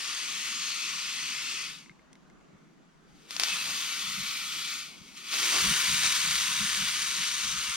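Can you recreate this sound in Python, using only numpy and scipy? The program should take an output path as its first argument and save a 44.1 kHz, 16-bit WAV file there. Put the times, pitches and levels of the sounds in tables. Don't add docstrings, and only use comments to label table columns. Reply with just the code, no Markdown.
import sys
import numpy as np
from scipy import signal
from scipy.fft import rfft, irfft, next_fast_len
from scipy.io import wavfile
from scipy.ndimage import uniform_filter1d, map_coordinates

SR = 44100
rng = np.random.default_rng(int(sys.argv[2]) if len(sys.argv) > 2 else 0)


def int16_out(signal):
    q = np.round(np.clip(np.atleast_2d(signal).T, -1, 1) * 32767)
    wavfile.write(sys.argv[1], SR, q.astype(np.int16))


N = 342202

# (time [s], jet level [dB], throaty rush level [dB], length [s])
SPURTS = [(3.414, -37, -54, 0.012), (3.524, -33.5, -69, 0.047), (3.693, -43, -57, .025),
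          (5.559, -30, -42.5, 0.027), (6.056, -26.5, -62, .02)]


def amp(db):
    return 10 ** (np.asarray(db) / 20)


def unit(x):
    return x / np.sqrt(np.mean(x ** 2) + 1e-20)


def along(rows, hz, axis=1):
    columns = np.transpose(rows)
    return np.interp(np.log(hz + 1), np.log(columns[0] + 1), columns[axis])


def curves(rows):
    times, *columns = np.transpose(rows)
    return [np.interp(np.arange(N) / SR, times, column) for column in columns]


def since(start):
    return np.maximum(np.arange(N) / SR - start, 0)


def swell(start, rise):
    return np.sqrt(1 - np.exp(-since(start) / rise))


def bell(x, centre, width):
    return np.exp(-.5 * ((x - centre) / width) ** 2)


def humps(rows):
    return sum(amp(db) * bell(np.arange(N) / SR, s, length) for s, db, length in rows)


def wobble(rate):
    knots = rng.standard_normal(int(N * rate / SR) + 4)
    return map_coordinates(knots, [np.arange(N) * rate / SR])


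def filtered(x, response):
    m = next_fast_len(N + 8192)
    return irfft(rfft(x, m) * response(np.fft.rfftfreq(m, 1 / SR)), m)[..., :N]


def coloured(x, spectrum, bumps=()):
    def narrow_db(hz):
        return sum(db / (1 + (2 * (hz - centre) / width) ** 4) for centre, width, db in bumps)

    return unit(filtered(x, lambda hz: amp(along(spectrum, hz) + narrow_db(hz))))


def white():
    return rng.standard_normal((3, N))


def turbulence(patchy_db):
    z = signal.stft(white(), nperseg=512)[2]
    patches = uniform_filter1d(rng.standard_normal(z.shape[1:]), size=3, axis=0)
    patches = uniform_filter1d(patches, size=24, axis=1)
    return unit(signal.istft(z * amp(patchy_db * unit(patches)), nperseg=512)[1][:, :N])


def scattered(x, t60, wet_db):
    t = np.arange(SR // 8) / SR
    tails = rng.standard_normal((2, len(t))) * amp(-60 * t / t60)
    tails *= amp(wet_db) / np.linalg.norm(tails[0])
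    return np.vstack([x, signal.fftconvolve(x[None], tails, axes=1)[:, :N]])


def reflected(x, echo_db, count=12):
    delays = rng.uniform(.002, .02, count)
    sizes = amp(echo_db) * rng.choice([-1, 1], count) / np.sqrt(count)
    echoes = 0
    for delay, size in zip(delays, sizes):
        late = np.pad(x, ((0, 0), (round(delay * SR), 0)))[:, :N]
        echoes = echoes + size * late
    return x + echoes


def ports(field):
    # (frequency [Hz], left-right level [dB], left lag [rad], coherence [0-1])
    port_pair = [(200, 2.5, 0.45, 0.91), (500, -2.5, 0.7, 0.53), (1160, 1.3, 0.67, 0.94),
                 (2500, 2, 0.75, 0.8), (4200, 4, 0.86, 0.8), (5350, 4.4, 0.96, 0.42),
                 (6570, 9.5, 2.12, 0.87), (7110, -1, 2.54, 0.96), (7960, 8, 3.46, 0.98),
                 (8140, -11, 1.57, 1), (8700, -7.5, 1.14, 0.68), (9900, -2.5, 1.8, 0),
                 (12000, -7, 1.9, 0.4), (15000, -14.3, 1.59, 0.25)]
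    sides = np.array([[1], [-1]])

    def alike(hz):
        return np.clip(along(port_pair, hz, axis=3), 0, 1)

    def lag(hz):
        return np.exp(-.5j * sides * along(port_pair, hz, axis=2))

    def shade(hz):
        return np.sqrt(2 / (1 + amp(-2 * sides * along(port_pair, hz))))

    direct = filtered(field[0], lambda hz: np.sqrt(alike(hz)) * lag(hz))
    diffuse = filtered(field[1:], lambda hz: np.sqrt(1 - alike(hz)))
    return filtered(direct + diffuse, shade)


def forest(level_db):
    # (frequency [Hz], density [dB per Hz])
    air_colour = [(20, -13), (45, -7.5), (105, -20.5), (155, 2.5), (210, -0.8), (330, -4.5), (550, -15),
                  (850, -16), (1200, -13.5), (2200, -21.5), (4500, -31), (7000, -31), (11000, -53),
                  (15000, -63.2)]
    return amp(level_db + 0.66 * wobble(4.32)) * coloured(turbulence(patchy_db=2.15), air_colour)


def thumps():
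    # (time [s], level [dB], length [s])
    blow_times = [(1.908, -53, 0.0082), (2.555, -55, .016), (3.53, -53, 0.017), (3.688, -56.5, 0.05),
                  (4.08, -51.5, 0.033), (4.215, -51, 0.039), (5.01, -53, .01), (5.66, -39, 0.023),
                  (5.708, -38.5, 0.016), (5.919, -44, 0.025), (6.062, -51, 0.011), (6.289, -48, .02),
                  (6.619, -42, .022), (6.823, -49, .027), (7.194, -52, 0.014), (7.458, -52, .012),
                  (7.56, -58, 0.037), (7.692, -50, .012)]
    # (frequency [Hz], density [dB per Hz])
    box_boom = [(15, -16), (40, -15), (68, -5.5), (100, -11.5), (150, 2.5), (172, -1.5), (196, 5),
                (230, -6), (270, -21), (420, -39), (900, -120)]
    # (frequency [Hz], density [dB per Hz])
    deep_colour = [(10, -16), (35, -7.5), (70, -2), (110, -17), (300, -120)]
    boil_s, rise_s, sag_db_per_s = 5.5, .1, 3.5
    lumps_per_s, lump_db, lump_scatter_db = 20, -55, 2.5
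    stir_db, stir_scatter_db, stir_per_blow_db = -59.5, 3.5, -20

    boil = swell(boil_s, rise_s) * amp(-sag_db_per_s * since(boil_s))
    blows = humps(blow_times)
    lumps = blows + boil * amp(lump_db + lump_scatter_db * wobble(lumps_per_s))
    stir = boil * amp(stir_db + stir_scatter_db * wobble(lumps_per_s))
    stir = stir + amp(stir_per_blow_db) * blows
    return stir * coloured(white(), deep_colour) + lumps * coloured(white(), box_boom)


def ticks():
    # (time [s], ring level [dB], crack level [dB])
    tick_times = [(1.8602, -47, -62), (1.8951, -40, -57), (1.9134, -48, -62), (1.9934, -53, -62),
                  (2.0184, -68, -60), (2.1301, -55, -41), (2.1545, -52, -47), (2.2997, -51, -52),
                  (2.4109, -57, -56)]
    # (frequency [Hz], level [dB], 60 dB decay [s])
    lid_modes = [(1200, -11, .012), (1600, -6, .014), (2130, 0, .026), (2350, -7, .014), (3000, -13, .01),
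                 (3680, -11, .017)]
    # (frequency [Hz], level [dB])
    crack_colour = [(900, -25), (2200, -8), (3500, 2), (5000, -4), (6600, 0), (9000, -10), (14000, -27)]
    t = np.arange(SR // 8) / SR
    rings, cracks = np.zeros((2, N))
    for s, ring_db, crack_db in tick_times:
        ring = np.zeros(len(t))
        for hz, level, t60 in lid_modes:
            fade = amp(level + rng.normal(0, 1.6) - 60 * t / t60)
            ring += fade * np.sin(2 * np.pi * (hz * t + rng.random()))
        ring *= 1 - np.exp(-t / .0005)
        crack = amp(-60 * t / .009) * rng.standard_normal(len(t))
        rings[round(s * SR):][:len(t)] += amp(ring_db + 1) * ring
        cracks[round(s * SR):][:len(t)] += amp(crack_db + 3) * crack
    dry_cracks = filtered(cracks, lambda hz: amp(along(crack_colour, hz)))
    return scattered(rings + dry_cracks, t60=.03, wet_db=-3)


def snaps():
    # (time [s], level [dB], treble relative to it [dB])
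    snap_times = [(3.307, -22.5, -14), (3.3643, -16.5, -34), (3.3968, -10, -7), (3.4343, -7.5, -28),
                  (3.4838, -19, -21), (5.3277, -20, -22), (5.3392, -15, -22), (6.034, -16, -26)]
    # (frequency [Hz], level [dB])
    snap_colour = [(150, -34), (700, -7.5), (1500, -3.5), (2800, 1), (5000, 2), (9000, -9.5), (15000, -31)]
    pulses, sharp = np.zeros((2, N))
    for s, db, treble_db in snap_times:
        at = round((s + 0.0012) * SR)
        pulses[at], sharp[at] = amp(db), amp(db + treble_db)
    clicks = amp(15) * filtered(pulses, lambda hz: amp(along(snap_colour, hz)))
    clicks += amp(5) * filtered(sharp, lambda hz: hz / (hz + 7000))
    return scattered(clicks, t60=0.019, wet_db=2.0)


def gush():
    # (frequency [Hz], density [dB per Hz])
    neck_colour = [(150, -21), (260, -6), (380, 2), (500, -6), (650, -12), (2500, -120)]
    start_s, rise_s, hold_s, level_db, sag_db_per_s = 5.31, .08, 0.37, -54.5, 41
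    gain = swell(start_s, rise_s) * amp(level_db - sag_db_per_s * since(start_s + hold_s))
    return gain * coloured(white(), neck_colour)


def droplets(rate, spread_db):
    sizes = rng.standard_normal(N) * amp(spread_db * np.clip(rng.standard_normal(N), -2, 2))
    return scattered(unit(sizes * (rng.random(N) < rate / SR)), t60=0.042, wet_db=-2.5)


def flow():
    # (time [s], level [dB])
    leak_levels = [(3.0, -75), (3.28, -57), (3.315, -40.5), (3.39, -39), (3.5, -59), (5.14, -53.5),
                   (5.18, -45), (5.23, -46), (5.31, -35.5)]
    # (gives way [s], rise [s], pressed shut [s], jet level [dB], sag [dB/s],
    # finest fizz relative to the jet at opening [dB], lasting wetness [0-1])
    hisses = [(-0.25, 0.22, 1.563, -33.5, .5, -21.5, .02), (3.393, .006, 4.68, -32.5, 2, -13.5, 0.14),
              (5.305, 0.17, 9, -24, 4, -13, 0.4)]
    leak_fizz_db, leak_wetness = -15.5, 0.25
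    shut_db_per_s2 = 275
    spit_wetness, spit_s = 0.23, 0.33
    fizz_sag = 0.54

    power = amp(curves(leak_levels)[0]) ** 2
    fizz = power * amp(leak_fizz_db)
    wet = power * leak_wetness
    fresh = np.zeros(N)
    for opens, rise, shuts, db, sag, fizz_db, wetness in hisses:
        sag_db = sag * since(opens)
        choke_db = shut_db_per_s2 * since(shuts) ** 2
        hiss = (swell(opens, rise) * amp(db - sag_db - choke_db)) ** 2
        spit = np.exp(-since(opens) / spit_s)
        power = power + hiss
        fresh = fresh + hiss * spit
        fizz = fizz + hiss * amp(fizz_db - fizz_sag * sag_db)
        wet = wet + hiss * (wetness + spit_wetness * spit)
    power = power + humps([(s, db, length) for s, db, _, length in SPURTS]) ** 2
    return 10 * np.log10(power), fizz / power, np.clip(wet / power, 0, 1), fresh / power


def steam():
    # (time [s], share of first grip's colour [0-1], share of second grip's colour [0-1])
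    vent_shares = [(0, 0.77, 0), (.7, 1, 0.05), (1.9, 0.63, 0.27), (3.3, 0.3, 0.3), (3.8, 0.16, 0.73),
                   (5.1, 0.26, 0.96), (5.35, 0.17, 0.63), (5.65, 0.2, 0.05), (6.2, 0, 0.33)]
    # (frequency [Hz], density [dB per Hz])
    jet_colour = [(100, -29), (550, -27), (850, -25.5), (1080, -6), (1900, -2.5), (2600, 1.5), (4500, -1),
                  (5400, -3), (7000, -0.5), (8100, -9), (9000, -8), (10200, -14.5), (12000, -16),
                  (15000, -23.5)]
    # (frequency [Hz], width [Hz], level [dB])
    first_vent = [(1290, 210, 0.5), (1580, 136, -7.5), (2650, 280, 1.5), (3360, 710, 1), (3770, 300, -3),
                  (4640, 420, 3), (5580, 140, 3), (6680, 140, 0), (12000, 350, 6)]
    second_vent = [(1355, 330, 3.5), (1666, 230, -7.5), (2320, 130, 4), (2790, 130, -6), (2930, 110, 2.5),
                   (3340, 460, 3), (3680, 240, 0.5), (4190, 270, 4), (4830, 260, 4), (5130, 130, 1.5),
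                   (12000, 320, 3)]
    free_vent = [(980, 116, 7), (1470, 150, 1), (1754, 120, 3.5), (1805, 53, -4), (2350, 79, 3),
                 (2540, 310, -5.5), (3190, 260, -3.5), (3770, 110, 4.5), (4140, 390, -3.5), (5220, 330, -2),
                 (5920, 180, 4), (8550, 790, 4), (9360, 270, 5.5), (10380, 300, 6.5), (12200, 350, 0)]
    # (frequency [Hz], density [dB per Hz])
    rush_colour = [(120, -16), (200, -4), (330, 4), (560, -0.5), (800, 5.5), (1100, 7), (1600, -28),
                   (4000, -120)]
    # (frequency [Hz], density [dB per Hz])
    high_note = [(2250, -120), (2560, 3.5), (2600, 0), (2680, -7), (3100, -120)]
    low_note = [(1600, -120), (2120, -10.5), (2180, 4), (2280, -5), (2850, -120)]
    # (time [s], level relative to the jet [dB], length [s])
    whistles = [(1.52, -13, 0.27), (3.55, -8, 0.07)]
    high_note_db = -22.5
    rush_db, spit_rush_db = -29, 10
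    narrow_db, narrow_width_db = -52.5, 3.5
    narrow_note_db, narrow_rush_db = -10, 13
    waver_db, waver_per_s = 0.27, 12

    jet_db, fizz_gain, wet, fresh = flow()
    narrow = bell(jet_db, narrow_db, narrow_width_db)

    dry_part = np.sqrt(1 - wet) * turbulence(patchy_db=1.7)
    wet_part = np.sqrt(wet) * droplets(rate=2600, spread_db=2.0)
    source = reflected(dry_part + wet_part, echo_db=-17)

    first, second = np.clip(curves(vent_shares), 0, 1)
    free = np.clip(1 - first - second, 0, 1)
    vents = (first, first_vent), (second, second_vent), (free, free_vent)
    jet = sum(share * coloured(source, jet_colour, vent) for share, vent in vents)

    fine = filtered(jet, lambda hz: 1 / (1 + (10300 / (hz + 1)) ** 14))
    body, fizz = unit(jet - fine), unit(fine)

    rush_gain = amp(jet_db + rush_db + spit_rush_db * fresh + narrow_rush_db * narrow)
    rush_gain = rush_gain + humps([(s, db, length) for s, _, db, length in SPURTS])
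    rush = rush_gain * coloured(white(), rush_colour)

    high = (amp(high_note_db) + humps(whistles)) * coloured(white(), high_note)
    low = amp(narrow_note_db) * narrow * coloured(white(), low_note)

    flutter_db = (0.23 + 0.69 * wet) * wobble(70) + waver_db * wobble(waver_per_s)
    return amp(flutter_db) * (amp(jet_db) * (body + fizz_gain * fizz + high + low) + rush)


def scene():
    air = forest(level_db=-58.0)
    shared_air, separate_air = amp(-7.0) * air[0], amp(-0.5) * air[1:]
    kettle = thumps() + ticks() + snaps() + gush() + steam()
    return ports(kettle) + shared_air + separate_air


def record(dry):
    top_hz = 15830
    return filtered(dry, lambda hz: hz < top_hz)


dry = scene()
out = record(dry)
int16_out(out)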